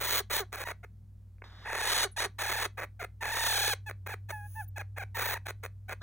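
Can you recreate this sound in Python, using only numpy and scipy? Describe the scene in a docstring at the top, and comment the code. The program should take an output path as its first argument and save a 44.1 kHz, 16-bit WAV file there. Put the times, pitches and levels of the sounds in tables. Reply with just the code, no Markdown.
"""A hamster's rasping scream, in its cage close to a hand-held microphone pair in a quiet, humming room.
The agitated animal squawks on in short bouts: the voice catches near 900 Hz, sags, and breaks into a
hissy rasp as its vocal folds flap unevenly. Long screams swell and may die in a grunt; short yips may
crack, stall and catch again. In between come soft mouth clicks, a faint hiss, two tiny high chirps and
two clean squeaks. A sharp knock comes last."""
import sys
import numpy as np
from scipy import signal
from scipy.fft import rfft, irfft, next_fast_len
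from scipy.io import wavfile
from scipy.ndimage import uniform_filter1d

SR = 44100
rng = np.random.default_rng(int(sys.argv[2]) if len(sys.argv) > 2 else 0)


def transcribe(signal):
    """Save signal, clipped to [-1, 1], as a 16-bit WAV file at the path in sys.argv[1]."""
    frames = np.atleast_2d(signal).T
    limited = np.clip(frames, -1, 1)
    pcm = np.round(limited * 32767).astype(np.int16)
    wavfile.write(sys.argv[1], SR, pcm)


N = 265878

# Long screams, close up; roughness runs from 0 (clean) to about 1 (full rasp): start_s, peak_s, end_s,
# pitch_hz, first_roughness, last_roughness, peak_throat_db, peak_hiss_db, swell_db, sizzle_db, grunt_s
SCREAMS = [(-0.01, 0.19, 0.203, 968, 0.91, 0.68, -35, -32.5, 7.5, 3, .014),
           (0.297, 0.36, 0.402, 949.4, 0.81, 0.77, -34.5, -33, 10.5, 2.5, 0.038),
           (1.649, 1.98, 2.049, 941.6, .33, .85, -32.5, -30.5, 27, -8.5, .029),
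           (2.162, 2.195, 2.256, 905, 0.6, 0.54, -33.5, -34.5, 1.5, -11, .017),
           (2.383, 2.63, 2.661, 912, .55, .42, -34, -38, 1.5, -3, 0.0071),
           (3.206, 3.579, 3.741, 920.7, .3, 0.3, -32.5, -31, 18.5, -3.5, 0.00045),
           (5.144, 5.316, 5.344, 920, .42, 0.46, -34.5, -39.5, 5.5, 5.5, 0.0024)]
# Short yips: start_s, end_s, pitch_hz, first_roughness, last_roughness, throat_db, hiss_db
YIPS = [(0.521, 0.642, 818, 1.1, 0.6, -41.5, -48), (0.649, 0.721, 983, 0.09, 0.6, -38.5, -49.5),
        (0.829, 0.851, 720.6, 0.68, 0.87, -49, -65.5), (2.771, 2.852, 821, .65, 0.67, -39, -52.5),
        (2.992, 3.052, 781, 0.5, 1, -40, -53), (3.860, 3.913, 883, 0, .7, -42, -55),
        (4.061, 4.146, 871, .65, 0.24, -41, -52.5), (4.286, 4.316, 887, 0.4, 0.61, -41, -49),
        (4.758, 4.82, 887.5, .25, 0.23, -41.5, -55.5), (4.961, 5.039, 847, 0.4, 0.2, -41, -56),
        (5.334, 5.377, 1036, .1, 0.05, -39.5, -54), (5.454, 5.511, 853, 0.35, .7, -41, -48.5),
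        (5.628, 5.668, 725.3, 0.91, 0.88, -44, -53), (5.881, 5.939, 772, 0.4, 0.66, -40, -52)]
# Resonances of the throat, the open mouth and air at the teeth: frequency_hz, gain_db
THROAT = [(150, -12.5), (280, -5.5), (400, 7.5), (650, 3.5), (830, -0.5), (1000, -0.5), (1250, 3.5),
          (1700, 3.5), (2100, 3), (2550, -1), (2900, -21.5), (4000, -44)]
MOUTH = [(2300, -33), (2900, -4), (3350, 0.5), (4050, 4), (4700, -3), (7000, -51.5)]
TEETH = [(1000, -32), (4600, -24.5), (5500, 0), (6600, 3.5), (7400, -6.5), (8200, -0.5), (9300, 4.5),
         (10000, -1.5), (12600, -10), (14000, 1.5), (15300, 4), (16000, -1.5)]
# Two hum lines in the room, before their trim: time_s, low_line_db, high_line_db
HUM_LEVELS = [(0.0, -53, -49.5), (1.6, -56, -54), (2.65, -55.5, -48.5), (3.1, -52.5, -52),
              (3.8, -57, -45.5), (4.8, -53.5, -43.5), (6.03, -55, -48)]
# Room tone under the hum: frequency_hz, gain_db
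ROOM_TONE = [(25, -14.5), (100, -14), (200, -19), (300, -33), (1000, -47), (3000, -56), (16000, -58)]
# Hardest slaps of the folds, as the voice starts or cracks: start_s, relative_level_db
SNAPS = [(.168, -27), (.366, -30), (.529, -33), (.558, -31), (1.866, -32), (1.978, -34), (2.802, -35),
         (3.029, -35), (3.898, -32), (4.073, -33), (4.098, -36), (4.311, -34), (4.782, -34), (4.984, -33),
         (5.469, -35), (5.637, -34), (5.652, -34)]
# Soft clicks of the mouth: start_s, relative_level_db
MOUTH_CLICKS = [(1.383, -49), (1.420, -27), (1.440, -32)]
# Faint hiss before the third scream
WARNING_LEVELS = [(1.44, -54), (1.48, -59.5), (1.58, -58), (1.65, -53), (1.7, -48)]  # time_s, level_db
WARNING_SPECTRUM = [(200, -8), (500, -5), (1900, -0.5), (2700, -16.5), (3600, -1.5), (9000, -32)]  # frequency_hz, gain_db
# Thin whistled chirps: start_s, end_s, first_hz, last_hz, relative_level_db
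CHIRPS = [(2.11, 2.142, 11950, 8000, -57.5), (4.676, 4.696, 16000, 13000, -54.5)]
# Clean squeaks, one list each: time_s, pitch_hz, relative_level_db
SQUEAKS = [
    [(4.321, 911, -51), (4.328, 870, -38.5), (4.36, 847, -43.5), (4.42, 824, -49), (4.465, 835, -49.5),
     (4.49, 815, -80)],
    [(4.543, 784, -72.5), (4.562, 887, -45), (4.585, 884, -40.5), (4.608, 847, -37), (4.625, 745, -49.5),
     (4.64, 660, -67)],
]
# Thread of air running through both squeaks
SQUEAK_AIR_LEVELS = [(4.31, -50.5), (4.42, -60.5), (4.6, -48.5), (4.65, -54)]  # time_s, level_db
SQUEAK_AIR_SPECTRUM = [(4500, -13.5), (6600, -3.5), (7800, -23), (9400, 9), (10700, 1), (12500, -14),
                       (15200, 5)]  # frequency_hz, gain_db
# The closing knock
KNOCK_LEVELS = [(6.005, -74), (6.017, -48), (6.023, -27), (6.03, -14)]  # time_s, level_db
KNOCK_SPECTRUM = [(100, -6), (500, -0.5), (850, -3), (1200, 8.5), (1700, 7.5), (2400, -54), (3700, 3.5),
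                  (5000, -10.5), (15000, -38)]  # frequency_hz, gain_db
# Direct sound at the microphone pair
MIC_PHASE = [(100, 0), (400, -.55), (780, -.5), (1500, 0), (2670, .9), (3700, 1.7), (6500, 5.8),
             (7400, 6.6), (8000, 7.5), (10900, 12.4), (11600, 12.7), (15200, 18.8)]  # frequency_hz, left_lead_rad
MIC_BALANCE = [(300, 0), (700, -1), (900, -4), (1250, 0), (2100, 1), (2750, -4.5), (3000, 0)]  # frequency_hz, left_over_right_db
# Reverberation of the room: frequency_hz, t60_s
ROOM_DECAY = [(200, 0.13), (1500, 0.17), (6000, 0.15), (15000, 0.045)]

GRUNT_HZ, GRUNT_ROUGHNESS, GRUNT_THROAT_DB, GRUNT_HISS_DB = 427, 0.28, -41.5, -44.5


def amp(db):
    return 10 ** (np.asarray(db) / 20)


def unit_rms(x):
    return x / np.sqrt(np.mean(x ** 2) + 1e-20)


def at_frequency(points, hz):
    """Read a curve along a logarithmic frequency axis."""
    point_hz, value = np.transpose(points)
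    return np.interp(np.log(hz + 1), np.log(point_hz + 1), value)


def envelope(rows, column=1):
    """Gain over the whole scene from a dB curve; silent outside it."""
    rows, t = np.array(rows), np.arange(N) / SR
    inside = (t >= rows[0, 0]) & (t <= rows[-1, 0])
    return amp(np.interp(t, rows[:, 0], rows[:, column])) * uniform_filter1d(inside * 1., size=100)


def samples(start_s, end_s):
    return np.arange(max(round(start_s * SR), 0), round(end_s * SR))


def add(mix, start_s, sound):
    part = mix[max(round(start_s * SR), 0):][:len(sound)]
    part += sound[:len(part)]


def colour(x, spectrum):
    """Causal filter of the given shape that keeps the power of white noise."""
    log_gain = np.log(amp(at_frequency(spectrum, abs(np.fft.fftfreq(2 ** 12, 1 / SR)))))
    taps = np.fft.ifft(np.exp(np.conj(signal.hilbert(log_gain)))).real[:2 ** 11]
    return signal.oaconvolve(x, taps / np.linalg.norm(taps))[:N]


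def noise_swell(levels, spectrum):
    return colour(envelope(levels) * rng.standard_normal(N), spectrum)


def pulses(cycles, sizes):
    """One sharp pulse at the exact moment of each completed cycle."""
    at = np.flatnonzero(np.diff(np.floor(cycles)) > 0)
    late = (np.floor(cycles[at + 1]) - cycles[at]) / (cycles[at + 1] - cycles[at])
    taps, out = np.arange(-8, 9), np.zeros(len(cycles))
    offset = taps - late[:, None]
    shape = np.sinc(offset) * np.cos(np.pi * offset / (len(taps) + 1)) ** 2
    np.add.at(out, np.clip(at[:, None] + taps, 0, len(out) - 1), sizes[at, None] * shape)
    return out


def screams(throat_share=.2):
    """Runs of voice whose effort arches about a peak, mostly in the hiss; some end in a grunt."""
    for start, peak, end, hz, first, last, throat_db, hiss_db, swell_db, sizzle_db, grunt_s in SCREAMS:
        drop_db = swell_db * ((samples(start, end) / SR - peak) / (peak - start)) ** 2
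        yield start, end, hz, (first, last), throat_db - throat_share * drop_db, hiss_db - drop_db, sizzle_db
        if grunt_s > .005:
            roughness = (GRUNT_ROUGHNESS, GRUNT_ROUGHNESS)
            yield end, end + grunt_s, GRUNT_HZ, roughness, GRUNT_THROAT_DB, GRUNT_HISS_DB, sizzle_db


def yips(stall_s=.004, margin_s=.012, pitch_lift=1.03, lift_db=.44):
    """Short runs of voice; a snap in mid-yip stalls it, and it catches again a little higher and louder."""
    for start, end, hz, first, last, throat_db, hiss_db in YIPS:
        stalls = [s + stall_s for s, _ in SNAPS if start + margin_s < s < end - margin_s]
        if stalls:
            yield start, stalls[0], hz, (first, first), throat_db, hiss_db, 0
            yield stalls[0], end, hz * pitch_lift, (last, last), throat_db + lift_db, hiss_db + lift_db, 0
        else:
            yield start, end, hz, (first, last), throat_db, hiss_db, 0


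def bouts(length_s, pitch_hz, rough, wobble, draws, bout_s=.025, sag=.17, collapse=.42, jitter=.43,
          droop=.068, droop_s=.012, attack_s=.0072):
    """In each bout the folds catch at a new pitch, sag, then collapse into irregular flaps."""
    length_draw, pitch_draw, break_draw, sag_draw = draws
    t = np.arange(len(rough)) / SR
    count = max(int(length_s / bout_s + .3), 1)
    edges = np.r_[0, np.cumsum(.35 + length_draw[:count])]
    place = np.interp(np.linspace(0, edges[-1], len(t), endpoint=False), edges, np.arange(count + 1))
    bout, age = place.astype(int), place % 1
    breaks_at = 1 - rough * (.3 + 1.5 * break_draw[bout])  # a rougher voice breaks up earlier
    chaos = .27 * rough + .8 * np.clip(.5 + (age - breaks_at) / .2, 0, 1)
    catch = .99 + .1 * (pitch_draw[bout] - pitch_draw[:count].mean())
    sag_depth = sag * np.minimum(.4 + 2.5 * rough, 1) * (.2 + sag_draw[bout])
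    fall = sag_depth * age + collapse * age ** 7
    hz = pitch_hz * catch * (1 - fall) * np.exp(jitter * chaos * wobble)
    hz *= 1 - droop * np.exp((t - t[-1]) / droop_s)  # slides down as the run ends
    stall = 1 - .4 * np.exp(-age / .05) - .6 * age ** 20
    swell = stall * (1 - np.exp(-t / attack_s))
    # the folds slap hardest just before they stall; the last flaps are dull
    slap = 1 + .16 * np.sqrt(rough) * np.exp(-((age - .78) / .05) ** 2)
    bright = slap * (.9 + .23 * chaos) * (1 - age ** 10)
    return hz, chaos, swell, bright


def grunt(pitch_hz, rough):
    """With the pressure spent, the folds flap low and evenly and die away."""
    spent = np.linspace(0, 1, len(rough))
    return pitch_hz * (1 - .2 * spent), rough, 1 - .8 * spent, (1 - spent) ** 2


def vocal_folds(runs, shimmer_db=2.5, sputter_below_db=-34.5, puff_s=.0004, steady_air=.25):
    """Each flap of the folds makes a pulse, a sharp edge and a puff of air."""
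    pitch_noise, size_noise, air_noise = rng.standard_normal((3, N))
    wobble = unit_rms(uniform_filter1d(pitch_noise, size=45))
    for (start, end, pitch_hz, roughness, _, hiss_db, _), draws in zip(runs, rng.random((len(runs), 4, 64))):
        span = samples(start, end)
        rough = np.linspace(*roughness, len(span))
        if pitch_hz == GRUNT_HZ:
            hz, chaos, swell, bright = grunt(pitch_hz, rough)
        else:
            hz, chaos, swell, bright = bouts(end - start, pitch_hz, rough, wobble[span], draws)
        cycles = np.cumsum(hz) / SR + .7
        # on weak airflow the flaps grow more uneven in size
        uneven_db = shimmer_db + .1438 * np.maximum(sputter_below_db - hiss_db, 0)
        flap_noise = np.clip(size_noise[span[0] + cycles.astype(int)], -2.4, 2.4)
        size = amp(uneven_db * chaos * flap_noise) * swell
        size *= signal.windows.tukey(len(span), .0017 / (end - start))
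        puffs = bright * size * (steady_air + np.exp(-(cycles % 1) / hz / puff_s))
        voice, edge = pulses(cycles, size), pulses(cycles, size * bright)
        yield span, unit_rms(voice), unit_rms(edge), unit_rms(puffs * air_noise[span])


def squawks(throat_air_db=-22, mouth_air_db=-10, teeth_edge_db=-4, teeth_air_db=-2, sizzle_hz=12500):
    """The pulses ring the throat, their sharp edges the open mouth; the puffs hiss at the teeth."""
    throat, mouth, teeth = np.zeros((3, N))
    highpass = signal.butter(4, sizzle_hz, "high", fs=SR, output="sos")
    runs = [*screams(), *yips()]
    for run, (span, voice, edge, air) in zip(runs, vocal_folds(runs)):
        _, _, pitch_hz, _, throat_db, hiss_db, sizzle_db = run
        if pitch_hz == GRUNT_HZ:  # slack folds close softly, dulling the grunt
            voice = np.sqrt(.5) * signal.lfilter(np.hanning(SR // 1500), np.sqrt(SR // 1500), voice)
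        throat[span] += amp(throat_db) * (voice + amp(throat_air_db) * air)
        mouth_db = -35 + 1.06 * (hiss_db + 32)  # the mouth opens with the airflow
        mouth[span] += amp(mouth_db) * (edge + amp(mouth_air_db) * air)
        hiss = amp(teeth_edge_db) * edge + amp(teeth_air_db) * air
        sizzle = signal.sosfiltfilt(highpass, hiss)  # its level changes with the set of the teeth
        teeth[span] += amp(hiss_db) * (hiss + (amp(sizzle_db) - 1) * sizzle)
    return colour(throat, THROAT) + colour(mouth, MOUTH) + colour(teeth, TEETH)


def room_hum(low_hz=58.1, high_hz=97.7, low_trim_db=-1, tone_above_hum_db=-68.5):
    """Two wavering hum lines over soft room tone, nearly alike at both microphones."""
    t, rates_hz = np.arange(N) / SR, np.geomspace(.3, 9, 20)
    low_drift, high_drift = (
        unit_rms(sum(np.sin(2 * np.pi * (hz * t + rng.random())) / np.sqrt(hz) for hz in rates_hz))
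        for _ in range(2))
    hum = amp(low_trim_db) * envelope(HUM_LEVELS) * np.sin(2 * np.pi * low_hz * t + .5 * low_drift)
    hum += envelope(HUM_LEVELS, column=2) * np.sin(2 * np.pi * high_hz * t + 1.1 * high_drift)
    shared, left, right = (colour(rng.standard_normal(N), ROOM_TONE) for _ in range(3))
    rms_above_hum = signal.sosfilt(signal.butter(6, 150, "high", fs=SR, output="sos"), shared).std()
    tone = shared + .43 * np.array([left, right])
    return np.sqrt(2) * hum + amp(tone_above_hum_db) / rms_above_hum * tone


def snaps(decay_s=.00063, thud_db=-4, spit_db=-6):
    """Each hard slap of the folds is a millisecond spit of air that also thumps the throat."""
    t = np.arange(SR // 200) / SR
    spit, thud = np.zeros((2, N))
    for (start, db), noise in zip(SNAPS, rng.standard_normal((len(SNAPS), len(t)))):
        burst = amp(db) * np.exp(-t / decay_s) * noise
        add(spit, start, burst)
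        add(thud, start, np.array([np.linalg.norm(burst)]))
    return 2 * (amp(thud_db) * colour(thud, THROAT) + amp(spit_db) * colour(spit, TEETH))


def mouth_clicks(decay_s=.0024):
    """Tiny bursts in the mouth ring the throat as dull clicks."""
    t, out = np.arange(SR // 200) / SR, np.zeros(N)
    for (start, db), noise in zip(MOUTH_CLICKS, rng.standard_normal((len(MOUTH_CLICKS), len(t)))):
        burst = np.exp(-t / decay_s) * noise
        add(out, start, amp(db) * burst / np.linalg.norm(burst))
    return 2 * colour(out, THROAT)


def warning_hiss():
    """Faint, voiceless air leading into a long scream."""
    return noise_swell(WARNING_LEVELS, WARNING_SPECTRUM)


def chirps():
    """Brief, high whistles that fall fast."""
    out = np.zeros(N)
    for start, end, first_hz, last_hz, db in CHIRPS:
        hz = np.geomspace(first_hz, last_hz, round((end - start) * SR))
        add(out, start, 2 * amp(db) * np.hanning(len(hz)) * np.sin(2 * np.pi * np.cumsum(hz) / SR))
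    return out


def squeaks(harmonics_db=(-2.5, -5, -21, -35, -38), waver=.0053):
    """The folds hold a clean, gliding note, with a thread of air above it."""
    t, out = np.arange(N) / SR, noise_swell(SQUEAK_AIR_LEVELS, SQUEAK_AIR_SPECTRUM)
    for rows in SQUEAKS:
        times, hz, _ = np.transpose(rows)
        wobble = unit_rms(uniform_filter1d(rng.standard_normal(N), size=60))
        cycles = np.cumsum(np.interp(t, times, hz) * (1 + waver * wobble)) / SR
        note = sum(amp(db) * np.cos(2 * np.pi * k * cycles) for k, db in enumerate(harmonics_db, 1))
        out += envelope(rows, column=2) * np.sqrt(2) * note
    return out


def knock():
    """A steep burst of noise through a resonant body, in the last instant."""
    return noise_swell(KNOCK_LEVELS, KNOCK_SPECTRUM)


def microphone_pair(x):
    """The direct sound reaches the left microphone a little earlier than the right."""
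    size = next_fast_len(N + SR // 10)
    hz = np.fft.rfftfreq(size, 1 / SR)
    lag, tilt = at_frequency(MIC_PHASE, hz), amp(at_frequency(MIC_BALANCE, hz) / 2)
    return irfft(rfft(x, size) * np.array([tilt, np.exp(-1j * lag) / tilt]), size)[:, :N]


def cage_scatter(x, t60_s=.075):
    """Quick reflections off the bars and the plastic shelf, different at each microphone."""
    t = np.arange(SR // 32) / SR
    taps = rng.standard_normal((2, len(t))) * amp(-60 * t / t60_s)
    taps = signal.lfilter([1, -1], [1, -.7], taps)  # thin bars scatter mostly treble
    return signal.fftconvolve(x[None], taps / np.linalg.norm(taps[0]), axes=1)[:, :N]


def room_reverb(x, gap_s=.004):
    """Sparse reflections from the room beyond the cage, each band dying at its own speed."""
    taps = rng.choice([-1., 1.], (2, SR // 2)) * (rng.random((2, SR // 2)) < .1)
    taps[:, :round(gap_s * SR)] = 0
    hz, t, bands = signal.stft(taps, SR, nperseg=256)
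    decay = amp(-60 * t / at_frequency(ROOM_DECAY, hz)[:, None])
    tail = signal.istft(bands * decay, SR, nperseg=256)[1]
    tail = tail + .5 * tail[::-1]  # each microphone hears some of the other side
    return signal.fftconvolve(x[None], tail / np.linalg.norm(tail[0]), axes=1)[:, :N]


def scene(room_db=-21, cage_db=-17):
    """Close sounds at the pair, with a little cage and room around them and the hum beneath."""
    near = squawks() + snaps() + mouth_clicks() + squeaks() + chirps() + warning_hiss() + knock()
    reflections = amp(cage_db) * cage_scatter(near) + amp(room_db) * room_reverb(near)
    return microphone_pair(near) + reflections + room_hum()


def record(dry, cutoff_hz=16000):
    """The recorder's band limit."""
    lowpass = signal.firwin(301, cutoff_hz, window=("kaiser", 8), fs=SR)
    return signal.oaconvolve(dry, lowpass[None], "same")


dry = scene()
out = record(dry)
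transcribe(out)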